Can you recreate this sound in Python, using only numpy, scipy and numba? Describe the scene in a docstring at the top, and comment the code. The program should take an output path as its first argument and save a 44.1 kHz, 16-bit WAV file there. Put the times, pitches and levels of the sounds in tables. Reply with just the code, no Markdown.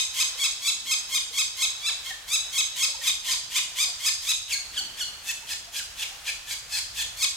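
"""Woodpecker nestlings begging from a tree hole, some way off in a leafy forest, on a stereo pair.
About four squeals a second: each is a train of sharp voice pulses that climbs, jumps to an arch and
drops; feeding makes it hoarse, with thin overtones and glides ringing out. Falling squeaks, a few faint
peeps, low blips, scuffling and one bill tap come from the same hole. The trunks echo it all, and leaves
and far rumble fill the gaps."""
import sys
import numpy as np
from scipy import signal
from scipy.fft import rfft, irfft
from scipy.io import wavfile
from scipy.ndimage import uniform_filter1d
from numba import njit

SR = 44100
rng = np.random.default_rng(int(sys.argv[2]) if len(sys.argv) > 2 else 0)


def digitize_waveform(pressure):
    """Quantize a signal to 16-bit integers and store it at the path in sys.argv[1].

    Rows of a 2-D input are taken as channels; values are limited to [-1, 1].
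    """
    field = np.atleast_2d(pressure).T
    bounded = np.clip(field, -1, 1)
    quanta = np.round(bounded * 32767).astype(np.int16)
    wavfile.write(sys.argv[1], SR, quanta)


N = 324576
PREROLL = 4410  # samples before the start, so that one squeal is already echoing

# Arched squeals; levels in all tables are relative. Columns: jump_s, lead_s, hump_ahead_s, arch_s,
# hump_hz, dip_hz, top_hz, hump_db, dip_db, arch_db, roughness (0-1), lead_mouth_hz, mouth_hz, beak_db,
# lead_roughness (0-1), fade_db
SQUEALS = [ (-.03, 0.026, 0.016, .03, 1060, 1049, 1290, -24, -27, -20, 0.27, 3700, 3700, 6, 0.364, -5.5),
           (.196, .05, 0.017, .031, 1114, 1030, 1288, -29, -26.5, -19, 0.34, 3230, 4444, 4.5, 0.49, -1),
           (.435, 0.052, .03, 0.028, 1150, 1079, 1320, -27, -24, -19, 0.2, 3430, 4640, 2.5, .25, -1),
           (.672, 0.049, 0.014, .029, 1183, 1085, 1338, -27.5, -22, -21.5, 0.16, 3730, 4207, 4.5, 0.25, -2),
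           (0.91, 0.049, 0.03, .032, 1110, 1050, 1309, -32, -26.5, -19.5, 0.11, 3294, 4720, 4, 0.37, -3.5),
           (1.143, .048, 0.022, .034, 1121, 1037, 1255, -33, -24.5, -22.5, 0.12, 3430, 4033, 6, 0.36, -2),
           (1.381, 0.049, .015, .036, 1145, 1043, 1292, -30.5, -23.5, -20.5, 0.13, 3498, 4414, 4.5, .3, -2.5),
           (1.62, .048, 0.012, .034, 1126, 1033, 1307, -30, -21.5, -21.5, .05, 3596, 3850, 5, 0.35, -4),
           (1.86, .045, 0.011, .037, 1202, 1157, 1345, -31.5, -23.5, -23, 0.14, 3450, 4440, 0.5, 0.22, 2.5),
           (2.33, 0.048, .012, .031, 1195, 1237, 1327, -29, -24, -21.5, 0.17, 3730, 4122, 6, .25, -4),
           (2.574, .045, 0.017, .035, 1142, 1042, 1304, -29.5, -27, -22, 0.06, 3310, 3874, 6.5, 0.325, -1),
           (2.822, 0.058, 0.025, .03, 1103, 1068, 1305, -29, -24.5, -18.5, 0.22, 3400, 4820, 4, 0.51, -4),
           (3.067, 0.045, 0.01954, .033, 1164, 1034, 1251, -31, -25.5, -22, 0.45, 3366, 3700, 5.5, 0.537, -4),
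           (3.308, 0.058, 0.031, .029, 1090, 1006, 1236, -31, -26.5, -23, 0.5, 3450, 4760, 4.5, 0.59, -1),
           (3.556, 0.048, 0.019, .033, 1054, 1042, 1233, -36, -28.5, -23, 0.59, 3200, 3236, 5, 0.66, -2),
           (3.808, 0.045, 0.023, .036, 1094, 1201, 1259, -29, -22.5, -22, 0.29, 3250, 4900, 5, 0.51, -2.5),
           (4.055, .053, .015, .038, 1133, 1087, 1290, -33.5, -25, -20.5, 0.4, 3300, 5000, 4.5, 0.43, -3),
           (4.288, 0.064, .022, .032, 1144, 1235, 1334, -34.5, -25.5, -23, 0.43, 3600, 3970, 6, 0.5, -1.5),
           (7.221, 0.0476, 0.025, .028, 1201, 1045, 1283, -33.5, -25.5, -20, 0.33, 4200, 4410, 4.5, 0.39, 0)]
# Roughness added along a squeal: lead-in start, hump, landing, top, shoulder, end
SQUEAL_EXTRA_ROUGHNESS = (.25, 0.0388, 0.041, -0.134, -0.0063, 0.1926)
# Resonances of throat, beak, air hissing past the beak, and nest hole: centre_hz, width_hz, gain_db
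THROAT_MODES = [(2143.5, 1630, 1), (3700, 3450, 2), (5225, 1540, -1)]
BEAK_MODES = [(6304, 1260, -2.5), (8000, 1500, -4.5)]
BEAK_HISS_MODES = [(10670, 6400, -17)]
HOLE_MODES = [(1035, 47, -3)]
# Soft rising blips, perhaps swallowing: start_s, level_db, pitch_hz, length_s, fall_share (negative)
BLIPS = [(0.348, -52.5, 520, 0.023, -0.044), (1.303, -56, 470.7, 0.026, -0.051),
         (2.103, -43.5, 780, 0.022, -0.056), (2.878, -52, 542, 0.039, -0.06),
         (2.937, -43, 854, 0.024, -0.051), (2.987, -48.5, 555.5, 0.028, -0.057),
         (4.8, -47, 800, 0.0286, -0.066), (5.421, -48.5, 879, 0.026, -0.068),
         (5.669, -53, 685, 0.0302, -0.057), (6.111, -48, 785.4, 0.026, -0.057),
         (6.349, -60, 845, 0.025, -0.072)]
# Thin falling tones: a few faint peeps, then overtones and glides ringing out of the hoarse calls.
# Columns: start_s, level_db, pitch_hz, length_s, fall_share
THIN_TONES = [(1.885, -33, 1715, 0.012, 0.042), (2.098, -31.5, 1815, 0.034, 0.098),
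              (3.009, -38.5, 1866, 0.023, 0.074), (3.278, -34.5, 1803, 0.026, 0.045),
              (4.074, -32.5, 1776, 0.02, 0.045), (4.545, -41, 1639, 0.028, 0.019),
              (5.286, -37.5, 1872, .03, 0.0335), (5.505, -36, 1801, 0.031, 0.032),
              (5.777, -32, 2950, .022, 0.366), (5.79, -38.5, 1570, 0.029, 0.38),
              (6.014, -27.5, 2633, 0.034, 0.47), (6.27, -35.5, 1770, 0.021, 0.0484),
              (6.278, -27, 2350, 0.029, 0.06), (6.47, -39, 1752, 0.032, 0.044),
              (6.505, -33.5, 2232, 0.026, 0.098), (6.986, -33, 1800, 0.027, 0.042),
              (6.998, -30, 3307, 0.022, 0.13)]
# Hoarse calls: loudest_s, swell_s, hold_s, pitch_hz, level_db, roughness (0-1), swell_mouth_hz,
# mouth_hz, beak_db
RASPS = [(2.068, 0.0421, 0.039, 1084, -34, 0.39, 3400, 3400, 7),
         (5.288, 0.047, .028, 872, -29.5, 0.28, 3340, 2626, 9),
         (5.512, 0.042, 0.022, 845, -29, .42, 3226, 4870, 6),
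         (5.768, 0.041, 0.027, 835, -29.5, 0.38, 3147, 4950, 8),
         (6.001, 0.034, 0.039, 862, -33.5, 0.49, 3447, 3329, 9),
         (6.279, 0.032, 0.023, 815, -29.5, 0.53, 3200, 2420, 5),
         (6.513, 0.044, 0.0241, 795, -31.5, .5, 3470, 4603, 9.5),
         (6.733, 0.037, 0.06, 863, -26.5, 0.34, 5025, 4250, 4),
         (6.988, 0.042, 0.037, 847, -29.5, 0.47, 3432, 3453, 8)]
# Falling squeaks: onset_s, lead_s, length_s, onset_hz, low_hz, lead_db, note_db, roughness (0-1),
# mouth_hz, beak_db
SQUEAKS = [(4.517, .025, .03, 2800, 2173, -33, -24.5, 0.42, 4300, 4.5),
           (4.772, 0.043, 0.02725, 1720, 1469, -39, -24, 0.23, 4232, 0),
           (5.004, 0.028, 0.029, 1772, 1447, -35, -25.5, .12, 4340, 4)]
# Echoes off the trunk and near boughs: left_delay_s, right_delay_s, gain_db
NEAR_ECHOES = [(.00016, 0.000086, -11.5), (.0011, 0.00063, -70), (.0042, 0.0043, -6), (0.028, .036, -8.5)]
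# Scatter off the trunks, band by band: centre_hz, t60_s, level_db
TRUNK_ECHO_BANDS = [(506, 0.96, 8.5), (2333, 0.71, 4), (5000, 0.91, 8.5), (10000, 0.62, 9),
                    (16400, 0.21, -5)]
# Spectrum of the forest air around the microphones: frequency_hz, density_db
AMBIENCE_SPECTRUM = [(15, -26), (25, -1.5), (60, 0.5), (130, -8), (260, -11), (380, -12.5), (700, -6),
                     (1500, -3), (3000, -3.5), (7000, -7), (16000, -19.5)]
# How alike that air is in the two capsules: frequency_hz, likeness (0-1)
AMBIENCE_LIKENESS = [(50, 1), (125, 1), (250, 0.77), (1000, 0.26)]
# Swells of the distant low noise: time_s, rumble_db, drone_db
FAR_SWELLS = [(0.0, -60, -73.5), (0.838, -63.5, -64.5), (1.74, -60.5, -72), (3.69, -60, -68.5),
              (4.43, -59.5, -76.5), (4.82, -58, -59.5), (5.16, -60, -67.5), (6.77, -58, -70),
              (7.009, -53, -68), (7.36, -60, -70.5)]
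# Colour difference between the capsules: frequency_hz, left_minus_right_db
CAPSULE_BALANCE = [(60, 0.5), (150, -1.5), (600, 3), (1300, 1), (2400, 1), (4400, 1), (8000, -4),
                   (15000, 1.5)]

LEAD_START_DB = -8.5  # a lead-in swells from this far down
BEAK_DB_PER_DB = .4069  # softer calling is breathier: treble gained per dB under the call's full level


def undb(db):
    """dB to gain."""
    return 10 ** (np.asarray(db) / 20)


def unit(x):
    """Scale to rms 1."""
    return x / np.sqrt(np.mean(x ** 2))


def curve_at(table, hz):
    """Read a two-column table along a log-frequency axis."""
    table = np.array(table, float)
    return np.interp(np.log(hz + 1), np.log(table[:, 0]), table[:, 1])


def drift(count, rate_hz):
    """Smooth random wander at about rate_hz, rms 1."""
    span = max(int(SR / rate_hz), 2)
    return unit(uniform_filter1d(uniform_filter1d(rng.standard_normal(count), span), span))


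def stereo_noise_spectra(likeness, count):
    """Left and right noise spectra, as alike as asked."""
    mid, side = rfft(rng.standard_normal((2, count)))
    likeness = np.clip(likeness, 0, 1)
    return mid * np.sqrt(1 + likeness) + side * np.sqrt(1 - likeness) * np.array([[1], [-1]])


def ring(x, modes):
    """Sum of steady resonances, neighbours in opposite sign."""
    out = 0
    for k, (hz, width_hz, db) in enumerate(modes):
        g = np.tan(np.pi * hz / SR)
        w = g * width_hz / hz
        band = signal.lfilter([w, 0, -w], [1 + w + g * g, 2 * (g * g - 1), 1 - w + g * g], x)
        out = out + (-1) ** k * undb(db) * band
    return out


@njit
def moving_resonance(x, hz, width_hz):
    """State-variable band-pass with a moving centre, gain 1 at the centre."""
    out, band_state, low_state = np.empty(len(x)), 0., 0.
    for i in range(len(x)):
        g, damping = np.tan(np.pi * hz[i] / SR), width_hz / hz[i]
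        band = (band_state + g * (x[i] - low_state)) / (1 + g * (g + damping))
        band_state = 2 * band - band_state
        low_state += 2 * g * band
        out[i] = damping * band
    return out


def squeal(jump_s, lead_s, hump_ahead_s, arch_s, hump_hz, dip_hz, top_hz, hump_db, dip_db, arch_db,
           roughness, lead_mouth_hz, mouth_hz, beak_db, lead_roughness, fade_db):
    """Contour of a squeal: a lead-in swells over a hump into a dip, jumps up to an arch and drops."""
    time_s = jump_s + np.array([-lead_s, -hump_ahead_s, 0, .008, .5 * arch_s, .76 * arch_s, arch_s])
    arch = np.array([.98, 1, .97, .86])  # landing, top, shoulder, end, as shares of the top
    pitch_hz = np.r_[.9 * hump_hz, hump_hz, dip_hz, arch * top_hz]
    level_db = np.r_[hump_db + LEAD_START_DB, hump_db, dip_db, arch_db + np.r_[-1, 0, fade_db / 3, fade_db]]
    extra = np.array(SQUEAL_EXTRA_ROUGHNESS)
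    rough = np.r_[lead_roughness + extra[:2], roughness, roughness + extra[2:]]
    mouth = np.r_[[lead_mouth_hz] * 3, arch * mouth_hz]
    treble_db = beak_db + np.r_[BEAK_DB_PER_DB * (arch_db - level_db[:5]), -1, -5]  # the beak closes
    return np.c_[time_s, pitch_hz, level_db, rough, mouth, treble_db]


def nestling_voice(calls, count):
    """Voice pulses, uneven and breathy when rough, ring the throat, mouth, beak and nest hole."""
    points = []  # time_s, pitch_hz, level_db, roughness, mouth_hz, beak_db
    for call in sorted(calls, key=lambda c: c[0, 0]):
        # each call swells in, then fades as pitch and mouth drop
        opening = call[0] - [.025, 0, 22, 0, 0, 0]
        closing = call[-1] * [1, .85, 1, 1, .85, 1] + [.007, 0, -14, 0, 0, 0]
        points += [opening, *call, closing, closing + [.004, 0, -25, 0, 0, 0]]
    point_s, *contours = np.transpose(points)
    time_s = (np.arange(count) - PREROLL) / SR
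    hz, db, rough, mouth_hz, beak_db = (np.interp(time_s, point_s, c) for c in contours)
    hz = uniform_filter1d(hz, 110)
    rough = np.clip(rough, 0, 1)
    db = uniform_filter1d(db, 260)  # breath pressure changes smoothly
    # the membrane wanders in pitch and in strength from cycle to cycle, more so when rough
    cycles = np.cumsum(hz * (1 + (.006 + .09 * rough ** 2) * drift(count, 600)) / SR)
    strength = undb((.6 + 1.8 * rough) * drift(count, 600))
    pulses = sum(np.cos(2 * np.pi * k * cycles) * (k * hz < .4 * SR) for k in range(1, 20))
    pulses /= np.sqrt(np.minimum(.4 * SR / hz, 19) / 2)
    air = rng.standard_normal(count) * (1 + .5 * np.cos(2 * np.pi * cycles))  # one rush a cycle
    voice = undb(db) * strength * (np.sqrt(1 - .46 * rough ** 2) * pulses + 1.89 * rough ** 2 * air)
    voice += 1e-18
    # the small throat passes little below its first resonance
    low_cut = signal.butter(2, 1550, "high", fs=SR, output="sos")
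    throat = signal.sosfilt(low_cut, ring(voice, THROAT_MODES))
    mouth = undb(6) * moving_resonance(throat, mouth_hz, width_hz=750.)
    snap = undb(np.minimum(.8 * (db + 23), 0))  # soft calling puts few sharp pulses into the beak
    breath = undb(db) * (.4 + rough) * air  # a clear voice leaks less air
    beak = ring(undb(beak_db) * (snap * voice + .36 * breath), BEAK_MODES)
    hiss = ring(undb(beak_db) * (1.2 * snap * voice + breath), BEAK_HISS_MODES)
    return undb(3.5) * (throat + mouth + beak + hiss + ring(voice, HOLE_MODES))


def forest_response(size=44100, boughs_t60_s=.22, rise_s=.018):
    """From hole to microphones: direct sound, near echoes, then scatter off trunks that fades by band."""
    time_s, hz = np.arange(size) / SR, np.fft.rfftfreq(size, 1 / SR)
    scatter = stereo_noise_spectra(.03, size)
    tail = 0
    for k, (_, t60_s, db) in enumerate(TRUNK_ECHO_BANDS):
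        band = curve_at([(row[0], j == k) for j, row in enumerate(TRUNK_ECHO_BANDS)], hz)
        trunks = undb(db - 60 * time_s / t60_s)
        boughs = undb(db + 3.5 - 60 * time_s / boughs_t60_s)  # quick first part of the echo
        tail = tail + (trunks + boughs) * irfft(scatter * band, size)
    clumps = undb(2 * drift(size, 90))  # the trunks stand unevenly
    tail *= (1 - np.exp(-time_s / rise_s)) * clumps
    tail *= undb(-3.5) / np.sqrt(np.sum(tail ** 2) / 2)
    near = sum(undb(db) * np.exp(-2j * np.pi * hz * np.array([[left_s], [right_s]]))
               for left_s, right_s, db in NEAR_ECHOES)
    return tail + irfft(1 + near, size) * (time_s < .05)


def leaves_and_rumble():
    """Leaf hiss all around, a low drone and far rumble, each swelling on its own."""
    hz = np.fft.rfftfreq(N, 1 / SR)
    noise = stereo_noise_spectra(curve_at(AMBIENCE_LIKENESS, hz), N)
    noise *= undb(curve_at(AMBIENCE_SPECTRUM, hz))
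    low, high = curve_at([(140, 1), (200, 0)], hz), curve_at([(350, 0), (500, 1)], hz)
    rumble, drone, leaves = (unit(irfft(noise * band, N)) for band in (low, 1 - low - high, high))
    swell_s, *levels_db = np.transpose(FAR_SWELLS)
    rumble_db, drone_db = (np.interp(np.arange(N) / SR, swell_s, db) for db in levels_db)
    leaves_db = -46 + 1.5 * drift(N, 4)
    return undb(rumble_db) * rumble + undb(drone_db) * drone + undb(leaves_db) * leaves


def scuffle(count):
    """Bodies shift in the nest hole and its hollow rings softly, in irregular patches."""
    rub = undb(7 * drift(count, 25)) * rng.standard_normal(count)
    return undb(-65.5) * unit(ring(rub, [(513, 670, -7.5), (823, 640, 3.5)]))


def gliding_tones(table, count, octave_db, waver_share):
    """Low blips or thin tones: short and near-pure, they waver and glide, with a weak octave."""
    out = np.zeros(count)
    waver = waver_share * drift(count, 330)
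    for start_s, level_db, pitch_hz, length_s, fall_share in table:
        progress = np.arange(int(length_s * SR)) / (length_s * SR)
        start = int(start_s * SR) + PREROLL
        span = slice(start, start + len(progress))
        hz = pitch_hz * (1 - fall_share * (progress - .5) + waver[span])
        phase = 2 * np.pi * np.cumsum(hz) / SR
        tone = np.sin(phase) + undb(octave_db) * np.sin(2 * phase)
        out[span] += undb(level_db) * np.sin(np.pi * progress) * tone
    return out


def rasp(loudest_s, swell_s, hold_s, hz, db, roughness, swell_mouth_hz, mouth_hz, beak_db):
    """Contour of a low hoarse call: it swells, catches briefly into a clearer note, and sags."""
    time_s = loudest_s + np.array([-swell_s, -swell_s / 2, -.003, 0, .016, .02103, hold_s])
    pitch_hz = [hz] * 6 + [.89 * hz]
    level_db = db + np.array([-20, -9.5, -3, 0, 0, -1.25, -2.5])
    rough = roughness + .28 * np.array([1.3, 1, 1, 0, 0, .9, 1])
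    mouth = [swell_mouth_hz] * 3 + [mouth_hz] * 3 + [swell_mouth_hz]
    treble_db = beak_db + BEAK_DB_PER_DB * (db - level_db)
    return np.c_[time_s, pitch_hz, level_db, rough, mouth, treble_db]


def squeak(onset_s, lead_s, length_s, onset_hz, low_hz, lead_db, note_db, roughness, mouth_hz, beak_db):
    """Contour of a squeak: breath, then a clear note that falls fast and lifts a little."""
    time_s = onset_s + np.array([-lead_s, -.003, 0, .011, .6926 * length_s, length_s])
    pitch_hz = [onset_hz] * 3 + [low_hz, low_hz, 1.02 * low_hz]
    level_db = np.r_[lead_db + LEAD_START_DB, lead_db, note_db + np.array([-4.5, 0, 0, -3.5])]
    rough = [.85, .8, .3] + [roughness] * 3
    mouth = [3170] * 4 + [mouth_hz] * 2
    treble_db = beak_db + BEAK_DB_PER_DB * (note_db - level_db)
    return np.c_[time_s, pitch_hz, level_db, rough, mouth, treble_db]


def bill_tap(count, start_s=6.2925, pitch_hz=900, length_s=.0016):
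    """The parent's bill knocks once on the wood: dull, little more than a single cycle."""
    out = np.zeros(count)
    time_s = np.arange(int(length_s * SR)) / SR
    envelope = undb(-35) * np.sin(np.pi * time_s / length_s)
    start = int(start_s * SR) + PREROLL
    out[start:start + len(time_s)] = envelope * np.sin(2 * np.pi * pitch_hz * time_s)
    return out


def scene():
    """The nest heard from some way off through the trees, over leaves and far rumble."""
    count = N + PREROLL
    calls = [squeal(*row) for row in SQUEALS]
    calls += [rasp(*row) for row in RASPS] + [squeak(*row) for row in SQUEAKS]
    begging = nestling_voice(calls, count)
    thin_tones = gliding_tones(THIN_TONES, count, octave_db=-8, waver_share=.0061)
    blips = gliding_tones(BLIPS, count, octave_db=-13.5, waver_share=.032)
    nest = undb(-1.5) * (begging + thin_tones + blips + scuffle(count) + bill_tap(count))
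    distant_nest = signal.fftconvolve(nest[None], forest_response(), axes=1)[:, PREROLL:count]
    return distant_nest + leaves_and_rumble()


def record(dry):
    """The stereo pair: the two capsules differ a little in colour, and the top is cut at 15.9 kHz."""
    tilt_db = curve_at(CAPSULE_BALANCE, np.fft.rfftfreq(N, 1 / SR)) / 2
    coloured = irfft(rfft(dry) * undb([tilt_db, -tilt_db]), N)
    return signal.sosfilt(signal.ellip(10, .2, 80, 15900, fs=SR, output="sos"), coloured)


dry = scene()
out = record(dry)
digitize_waveform(out)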